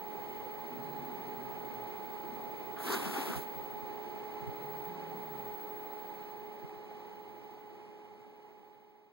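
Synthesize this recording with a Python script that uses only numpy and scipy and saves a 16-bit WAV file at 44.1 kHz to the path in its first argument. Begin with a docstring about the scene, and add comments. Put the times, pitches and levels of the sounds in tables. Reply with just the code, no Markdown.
"""A quiet carpeted room, with two cats close to a hand-held camera's two microphone ports.
Throughout: fan air and faint narrow bands of noise, motor hum as tones, a picture tube's beating whistle.
Soft thumps as bursts of noise and low rumbles with gliding tones come first and return later.
Near 2.8 s the cats scuffle: short resonant scuffs, and a long noise swish of fur as they break apart.
The stereo widener subtracts a delayed copy of the opposite side; from 4.87 s the sound fades down."""
import sys
import numpy as np
from scipy import signal
from scipy.fft import rfft, irfft
from scipy.io import wavfile

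SR = 44100
rng = np.random.default_rng(int(sys.argv[2]) if len(sys.argv) > 2 else 0)


def unload_wav(signal):
    """Save mono or channel-first audio to the path in sys.argv[1] as 16-bit WAV at rate SR, clipped to [-1, 1]."""
    wavfile.write(
        sys.argv[1],
        SR,
        np.round(np.clip(np.atleast_2d(signal).T, -1, 1) * 32767).astype(np.int16),
    )


N = 402493
TIME = np.arange(N) / SR
BINS_HZ = np.fft.rfftfreq(N, 1 / SR)
# Levels below are those at the ports, ahead of the widener and the fade.


def gain_of(db):
    """Turns decibels into amplitude."""
    return 10 ** (np.asarray(db) / 20)


def evened(x):
    """Scales to an rms of 1, over both ports together."""
    return x / np.sqrt(np.mean(x ** 2) + 1e-30)


def over_pitch(table):
    """Spreads a table's columns over the spectrum, joined on a log frequency axis."""
    hz, *columns = np.transpose(table)
    return [np.interp(np.log(BINS_HZ + 1), np.log(hz), column) for column in columns]


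def over_time(table):
    """Spreads a table's columns over time, joined by straight lines."""
    s, *columns = np.transpose(table)
    return [np.interp(TIME, s, column) for column in columns]


def drift(cutoff_hz):
    """Random wandering of rms 1: white noise through a Gaussian low-pass."""
    spectrum = rfft(rng.standard_normal(N))
    return evened(irfft(spectrum * np.exp(-(BINS_HZ / cutoff_hz) ** 2), N))


def port_noise(ports):
    """White noise spectra at the two ports, partly alike, shifted in phase and unequal in level."""
    same, lead, balance_db = over_pitch(ports)
    shared, own = rfft(rng.standard_normal((2, N)))
    half_balance = gain_of(balance_db / 2)
    left = shared * np.exp(1j * lead) * half_balance
    right = (same * shared + np.sqrt(1 - same ** 2) * own) / half_balance
    return np.array([left, right])


def near_noise(size, same):
    """White noise at both ports, whose likeness (0-1) is set by the part they share."""
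    shared = rng.standard_normal(size)
    own = rng.standard_normal((2, size))
    return np.sqrt(same) * shared + np.sqrt(1 - same) * own


def resonate(x, hz, width_hz):
    """A steep resonance: shift its centre to zero, smooth with a double pole, shift back."""
    turn = np.exp(2j * np.pi * np.cumsum(hz * np.ones(x.shape[-1])) / SR)
    r = np.exp(-np.pi * width_hz / SR)
    smooth = signal.lfilter([(1 - r) ** 2], [1, -2 * r, r * r], x / turn)
    return (turn * smooth).real


def envelope(start, length, attack, release, sag_db_per_s=0):
    """Rises, sags from the start at a steady rate in dB, and is released at the end of its length."""
    age = TIME - start
    gate = np.clip(age / attack, 0, 1) * np.clip((length - age) / release, 0, 1)
    return gate * gain_of(-sag_db_per_s * np.clip(age, 0, length))


def air(level_db=-46.5, swell_db=0.38):
    """The even rush of a fan: noise, barely swelling, coloured by the room's standing waves."""
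    # Tone balance of the air: pitch_hz, relative_level_db (per Hz)
    balance = [(25.0, -84), (70.0, -86.5), (120.0, -74.5), (220.0, -75), (380.0, -71), (480.0, -77),
               (680.0, -80.5), (820.0, -74), (1400.0, -90.5), (2300.0, -89.5), (2750.0, -91.5),
               (4400.0, -101.1), (8000.0, -110.6), (10000, -112.3), (13600, -111.5), (14200, -124)]
    # Arrival at the ports: pitch_hz, likeness (0-1), left_lead_rad, left_minus_right_db
    ports = [(25.0, 0.93, 0.0, 0.0), (60.0, 0.8, 0.0, 0.1), (130.0, 0.91, -0.2, 0.2),
             (270.0, 0.67, -0.1, 1.8), (350.0, 0.95, -0.2, -1.5), (560.0, 0.89, -0.6, -2.8),
             (900.0, 0.91, -1.1, -0.5), (1150.0, 0.45, -1.6, -4.5), (1600.0, 0.5, -3.3, -0.3),
             (2250.0, 0.23, -2.6, -7.7), (3000.0, 0.58, -3.1, -0.7), (5000.0, 0.18, -4.6, -1.3)]
    # Narrow bands lifted or sunk by standing waves: pitch_hz, bell_sigma_hz, change_db
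    standing = [(150, 18, -2), (197, 18, 4.5), (275, 16, -3.5), (314, 7, 2.5), (345, 8, 2.0),
                (479, 8, -3.6), (608, 12, -3.9), (705, 12, -5.5), (872, 12, -3.9), (1039, 35, -2.0),
                (1179, 12, -4.4), (1500, 30, -1.5), (1630, 22, 3), (2120, 30, 2), (2250, 35, -2.2),
                (2740, 80, -7.5), (2950, 40, 3), (3190, 70, -2.2), (3494, 100, -3.1), (4390, 70, 3.2),
                (4670, 60, 2), (5280, 110, 1.8)]
    ripple_db = sum(db * np.exp(-((BINS_HZ - hz) / sigma) ** 2 / 2) for hz, sigma, db in standing)
    rush = irfft(port_noise(ports) * gain_of(over_pitch(balance)[0] + ripple_db), N)
    return gain_of(level_db + swell_db * drift(4.5)) * evened(rush)


def hum(wander=0.00028, waver_db=0.5):
    """Mains and motor lines share one slightly unsteady speed; levels shift as the camera moves."""
    # Lines: pitch_hz, left_db, right_db, left_lead_rad, then left_change_db, right_change_db after the move
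    lines = [(121, -60, -60, 0.33, -3, -5), (242, -61, -61, -0.5, -5, -4.5), (421.0, -58, -48, 0.19, 8, 2),
             (841.95, -53, -48.5, -1.12, 1, 0), (1263, -69, -71.5, 4, -8.5, -1),
             (1686, -74, -78, 3.5, 0.5, -6), (2115, -80, -71, 4.5, 7, -3)]
    # The camera's move: start_s, end_s
    camera_move = (3.7, 4.53)
    clock = np.cumsum(1 + wander * drift(4.5)) / SR
    moved = np.interp(TIME, camera_move, [0, 1])
    out = np.zeros((2, N))
    for hz, left_db, right_db, lead, left_change_db, right_change_db in lines:
        angle = 2 * np.pi * (hz * clock + rng.random())
        left = gain_of(left_db + left_change_db * moved) * np.sin(angle + lead)
        right = gain_of(right_db + right_change_db * moved) * np.sin(angle)
        out += np.sqrt(2) * np.array([left, right]) * gain_of(waver_db * drift(4.4))
    return out


def narrow_bands(level_db=-3, blur_hz=2):
    """Faint narrow bands of noise that colour the air, wavering independently at each port."""
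    # Narrow bands: centre_hz, level_db (before the overall level_db is added)
    bands = [(1324, -71), (1471, -75), (1632, -78), (1700, -75), (1772, -82), (2121, -76.5), (3628, -83.5),
             (4086, -81.5)]
    shape = sum(gain_of(db) * np.exp(-((BINS_HZ - hz) / blur_hz) ** 2 / 2) for hz, db in bands)
    total = np.sqrt(sum(gain_of(db) ** 2 for hz, db in bands))
    noise = irfft(rfft(rng.standard_normal((2, N))) * shape, N)
    return gain_of(level_db) * total * evened(noise)


def whistle(line_hz=15734.2, beat_hz=13.15, second_db=-6, left_db=-19.0, lead=0.05, jitter=0.1):
    """A picture tube's line whistle, buzzing at picture rate; a line just above beats in the left port."""
    # Rise and fall as the camera moves through the whistle's standing waves: time_s, level_db
    level = [(0.05, -50.5), (3.2, -51), (3.55, -47.5), (3.98, -54), (4.45, -55), (4.7, -48.5), (4.86, -48),
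             (4.98, -58), (5.2, -49.5), (5.62, -46.5), (6.35, -52), (6.85, -60.5), (7.25, -57), (7.68, -58),
             (7.85, -67), (8.7, -58), (9.1, -61)]
    # Picture-rate buzz: rate_hz, depth (0-1)
    picture_buzz = [(59.94, .08), (119.88, .045)]
    angle = 2 * np.pi * line_hz * TIME
    second = gain_of(second_db) * np.sin(angle + 2 * np.pi * beat_hz * TIME)
    left = gain_of(left_db) * np.sin(angle + lead) + second
    pair = np.array([left, np.sin(angle)])
    buzz = 1 + sum(depth * np.sin(2 * np.pi * hz * TIME) for hz, depth in picture_buzz)
    unsteady = 1 + jitter * drift(180)
    return np.sqrt(2) * gain_of(over_time(level)[0]) * buzz * pair * unsteady


def add_burst(mix, centre_s, db, sigma_s, hz, width_hz, same):
    """Adds a soft bell-shaped burst of resonant noise centred on centre_s."""
    size = SR // 2
    bell = np.exp(-((np.arange(size) - size / 2) / SR / sigma_s) ** 2 / 2)
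    burst = resonate(near_noise(size, same), hz, width_hz) * bell
    first = round(centre_s * SR) - size // 2
    mix[:, first:first + size] += gain_of(db) * evened(burst) * np.sqrt(np.mean(bell ** 2))


def thumps():
    """Padded knocks from paws and the moving camera: bell-shaped bursts of resonant noise."""
    # Knocks: centre_s, level_db, pitch_hz, bell_sigma_s, width_hz
    knocks = [(.44, -56, 115, 0.023, 65), (.45, -49, 497, 0.018, 65), (3.36, -43, 111, 0.012, 55),
              (3.384, -39, 140, .009, 75), (3.585, -51, 105, 0.02, 65), (3.735, -52, 130, .008, 65),
              (3.838, -48, 140, .007, 65), (4.425, -44, 126, 0.012, 65), (4.48, -41, 125, 0.023, 65),
              (4.87, -50, 101, 0.018, 50), (5.455, -54.5, 115, 0.032, 65), (5.76, -56, 101, .02, 50),
              (6.645, -43, 145, 0.0086, 65), (6.772, -52, 110, .007, 65), (7.32, -57, 90, .014, 50)]
    out = np.zeros((2, N))
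    for centre_s, db, hz, sigma_s, width_hz in knocks:
        add_burst(out, centre_s, db, sigma_s, hz, width_hz, same=0.36)
    return out


def rumble(low_cut_hz=95, attack_s=0.088, release_s=0.11, sag_db_per_s=5):
    """Swells of dull low noise, each in one broad resonance, rising quickly and dying away."""
    # Swells: start_s, length_s, level_db (before the sag), centre_hz, width_hz
    swells = [(0.655, 1.12, -47.5, 182, 70), (0.62, 1.25, -47.5, 241, 61), (2.18, 0.344, -47.5, 204, 220),
              (4.52, 1.18, -50.5, 170, 95)]
    low_cut = signal.butter(4, low_cut_hz, "highpass", fs=SR, output="sos")
    noise = signal.sosfilt(low_cut, near_noise(N, same=0.92))
    out = np.zeros((2, N))
    for start, length, db, hz, width_hz in swells:
        swell = envelope(start, length, attack_s, release_s, sag_db_per_s)
        out += gain_of(db) * evened(resonate(noise, hz, width_hz)) * swell
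    return out


def drone(wobble=0.0063, waver_db=1.5, attack_s=0.023, release_s=0.062):
    """Faint unsteady low tones, alike in both ports, each bending through one smooth arc of pitch."""
    # Gliding tones: start_s, length_s, level_db, first_hz, middle_hz, last_hz
    glides = [(.74, 0.39, -49, 133.2, 142.6, 141), (0.72, 0.67, -53, 238, 246.3, 243),
              (1.128, 0.83, -53, 128.1, 123, 113.7), (4.581, 0.29, -48.5, 126, 144, 120),
              (4.871, 0.36, -48, 183.7, 162.4, 165), (5.04, 0.25, -52.5, 194.7, 188, 170),
              (5.14, 0.4, -54, 225, 221, 210), (5.228, 0.34, -47.5, 160, 130, 112)]
    unsteady = 1 + wobble * drift(12.9)
    waver = gain_of(waver_db * drift(20))
    out = np.zeros(N)
    for start, length, db, first_hz, middle_hz, last_hz in glides:
        along = np.clip((TIME - start) / length, 0, 1)
        arc = np.polyfit([0, 0.5, 1], [first_hz, middle_hz, last_hz], 2)
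        hz = np.polyval(arc, along) * unsteady
        tone = np.sqrt(2) * np.sin(2 * np.pi * np.cumsum(hz) / SR)
        out += gain_of(db) * envelope(start, length, attack_s, release_s) * tone
    return out * waver


def strokes(same=0.59, fibres_per_s=3500, attack_s=0.011, release_s=0.026):
    """Paws and bodies scuff the carpet: fibres let go at random and excite one broad resonance."""
    # Scuffs: start_s, length_s, level_db, centre_hz, width_hz
    scuffs = [(2.76, 0.079, -53.5, 1320, 800), (2.763, .1, -62, 2900, 1500), (2.795, 0.042, -48, 780, 250),
              (2.858, 0.076, -53, 3830, 2600), (2.858, 0.056, -47, 1400, 900), (2.89, 0.084, -37, 409, 50),
              (2.897, 0.073, -44.5, 1044, 55), (2.9, 0.077, -44.5, 1470, 710),
              (2.912, 0.054, -44, 4800, 3900), (2.99, 0.047, -45, 393, 70), (3.015, 0.072, -48.5, 795, 200),
              (3.05, 0.064, -40, 222, 70), (3.125, 0.074, -50, 1350, 700), (3.145, 0.046, -39, 827, 90),
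              (3.14, 0.055, -58, 3960, 3000), (3.17, .055, -43, 280, 70), (3.18, 0.093, -45.5, 833, 130),
              (3.27, 0.072, -43, 220, 80), (3.285, 0.037, -47, 740, 250), (3.29, 0.081, -51.5, 1430, 800),
              (3.345, 0.041, -48, 760, 250)]
    out = np.zeros((2, N))
    age = np.arange(SR // 4) / SR
    for start, length, db, hz, width_hz in scuffs:
        fibres = near_noise(len(age), same) * (rng.random(len(age)) < fibres_per_s / SR)
        gate = np.clip(age / attack_s, 0, 1) * np.clip((length - age) / release_s, 0, 1)
        scuff = evened(resonate(fibres, hz, width_hz) * gate) * np.sqrt(np.mean(gate ** 2))
        first = round(start * SR)
        out[:, first:first + len(age)] += gain_of(db) * scuff
    return out


def swish(split_hz=7500, rub_db=-40.5, fizz_db=-49.5, grain_db=0.95, fizz_grain_db=1.1, snag_db=1.26):
    """Fur brushes past in one contact: a dull snagging rub and a fizz of hairs swell with each lunge."""
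    # Tone balance of the fur: pitch_hz, relative_level_db (per Hz)
    balance = [(80.0, -92), (200.0, -61), (370.0, -62), (600.0, -75), (760.0, -70.5), (1050.0, -69.5),
               (1450.0, -75), (2200.0, -76), (3300, -80.5), (5500.0, -86), (8000.0, -88), (12500.0, -83.5),
               (14800.0, -87.5)]
    # Arrival at the ports: pitch_hz, likeness (0-1), left_lead_rad, left_minus_right_db
    ports = [(181, 1, -0.2, 2), (400.0, 0.79, -0.06, -2), (670, 0.63, 0.2, 5), (1050, 0.52, 0, 7.5),
             (2000.0, 0.52, 2.5, -5.5), (3600, 0.33, 5, -5), (7250, 0.16, 5, -4), (13000.0, 0.1, 9, 2)]
    # Lunges press the fur harder: centre_s, rub_lift_db, fizz_lift_db, bell_sigma_s
    lunges = [(2.927, 4, 6.5, 0.046), (3.192, 2, 2, 0.073)]
    rub_lift_db = fizz_lift_db = 0
    for centre_s, rub_push_db, fizz_push_db, sigma_s in lunges:
        push = np.exp(-((TIME - centre_s) / sigma_s) ** 2 / 2)
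        rub_lift_db = rub_lift_db + rub_push_db * push
        fizz_lift_db = fizz_lift_db + fizz_push_db * push
    noise = port_noise(ports) * gain_of(over_pitch(balance)[0])
    fine = 1 / (1 + (split_hz / (BINS_HZ + 1)) ** 6)  # share of each pitch that goes to the fizz
    # The rub takes hold, slowly loses pressure and slips off; the fizz starts and stops more abruptly.
    rub_shape = envelope(2.764, 0.697, attack=0.13, release=0.11, sag_db_per_s=2.5)
    fizz_shape = envelope(2.765, 0.705, attack=0.065, release=0.083, sag_db_per_s=2)
    rub = rub_shape * evened(irfft(noise * (1 - fine), N))
    fizz = fizz_shape * evened(irfft(noise * fine, N))
    rub_level_db = rub_db + rub_lift_db + grain_db * drift(150) + snag_db * drift(32)
    fizz_level_db = fizz_db + fizz_lift_db + fizz_grain_db * drift(200)
    return rub * gain_of(rub_level_db) + fizz * gain_of(fizz_level_db)


def scene():
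    """Sums everything that reaches the two microphone ports."""
    steady = air() + hum() + narrow_bands() + whistle()
    return steady + thumps() + rumble() + drone() + strokes() + swish()


def record(dry, delay_samples=16, edge_hz=16000):
    """Each side loses a delayed copy of the other, widening the image; then the fade and band limit."""
    # Closing fade: time_s, gain (the first gain also holds before it)
    fade = [(4.87, 0.89), (9.13, 0.085)]
    other = np.pad(dry[::-1], ((0, 0), (delay_samples, 0)))[:, :N]
    wide = (dry - other) * over_time(fade)[0]
    low_pass = signal.firwin(1023, edge_hz, window=("kaiser", 9), fs=SR)
    return signal.oaconvolve(wide, low_pass[None], "same")


dry = scene()
out = record(dry)
unload_wav(out)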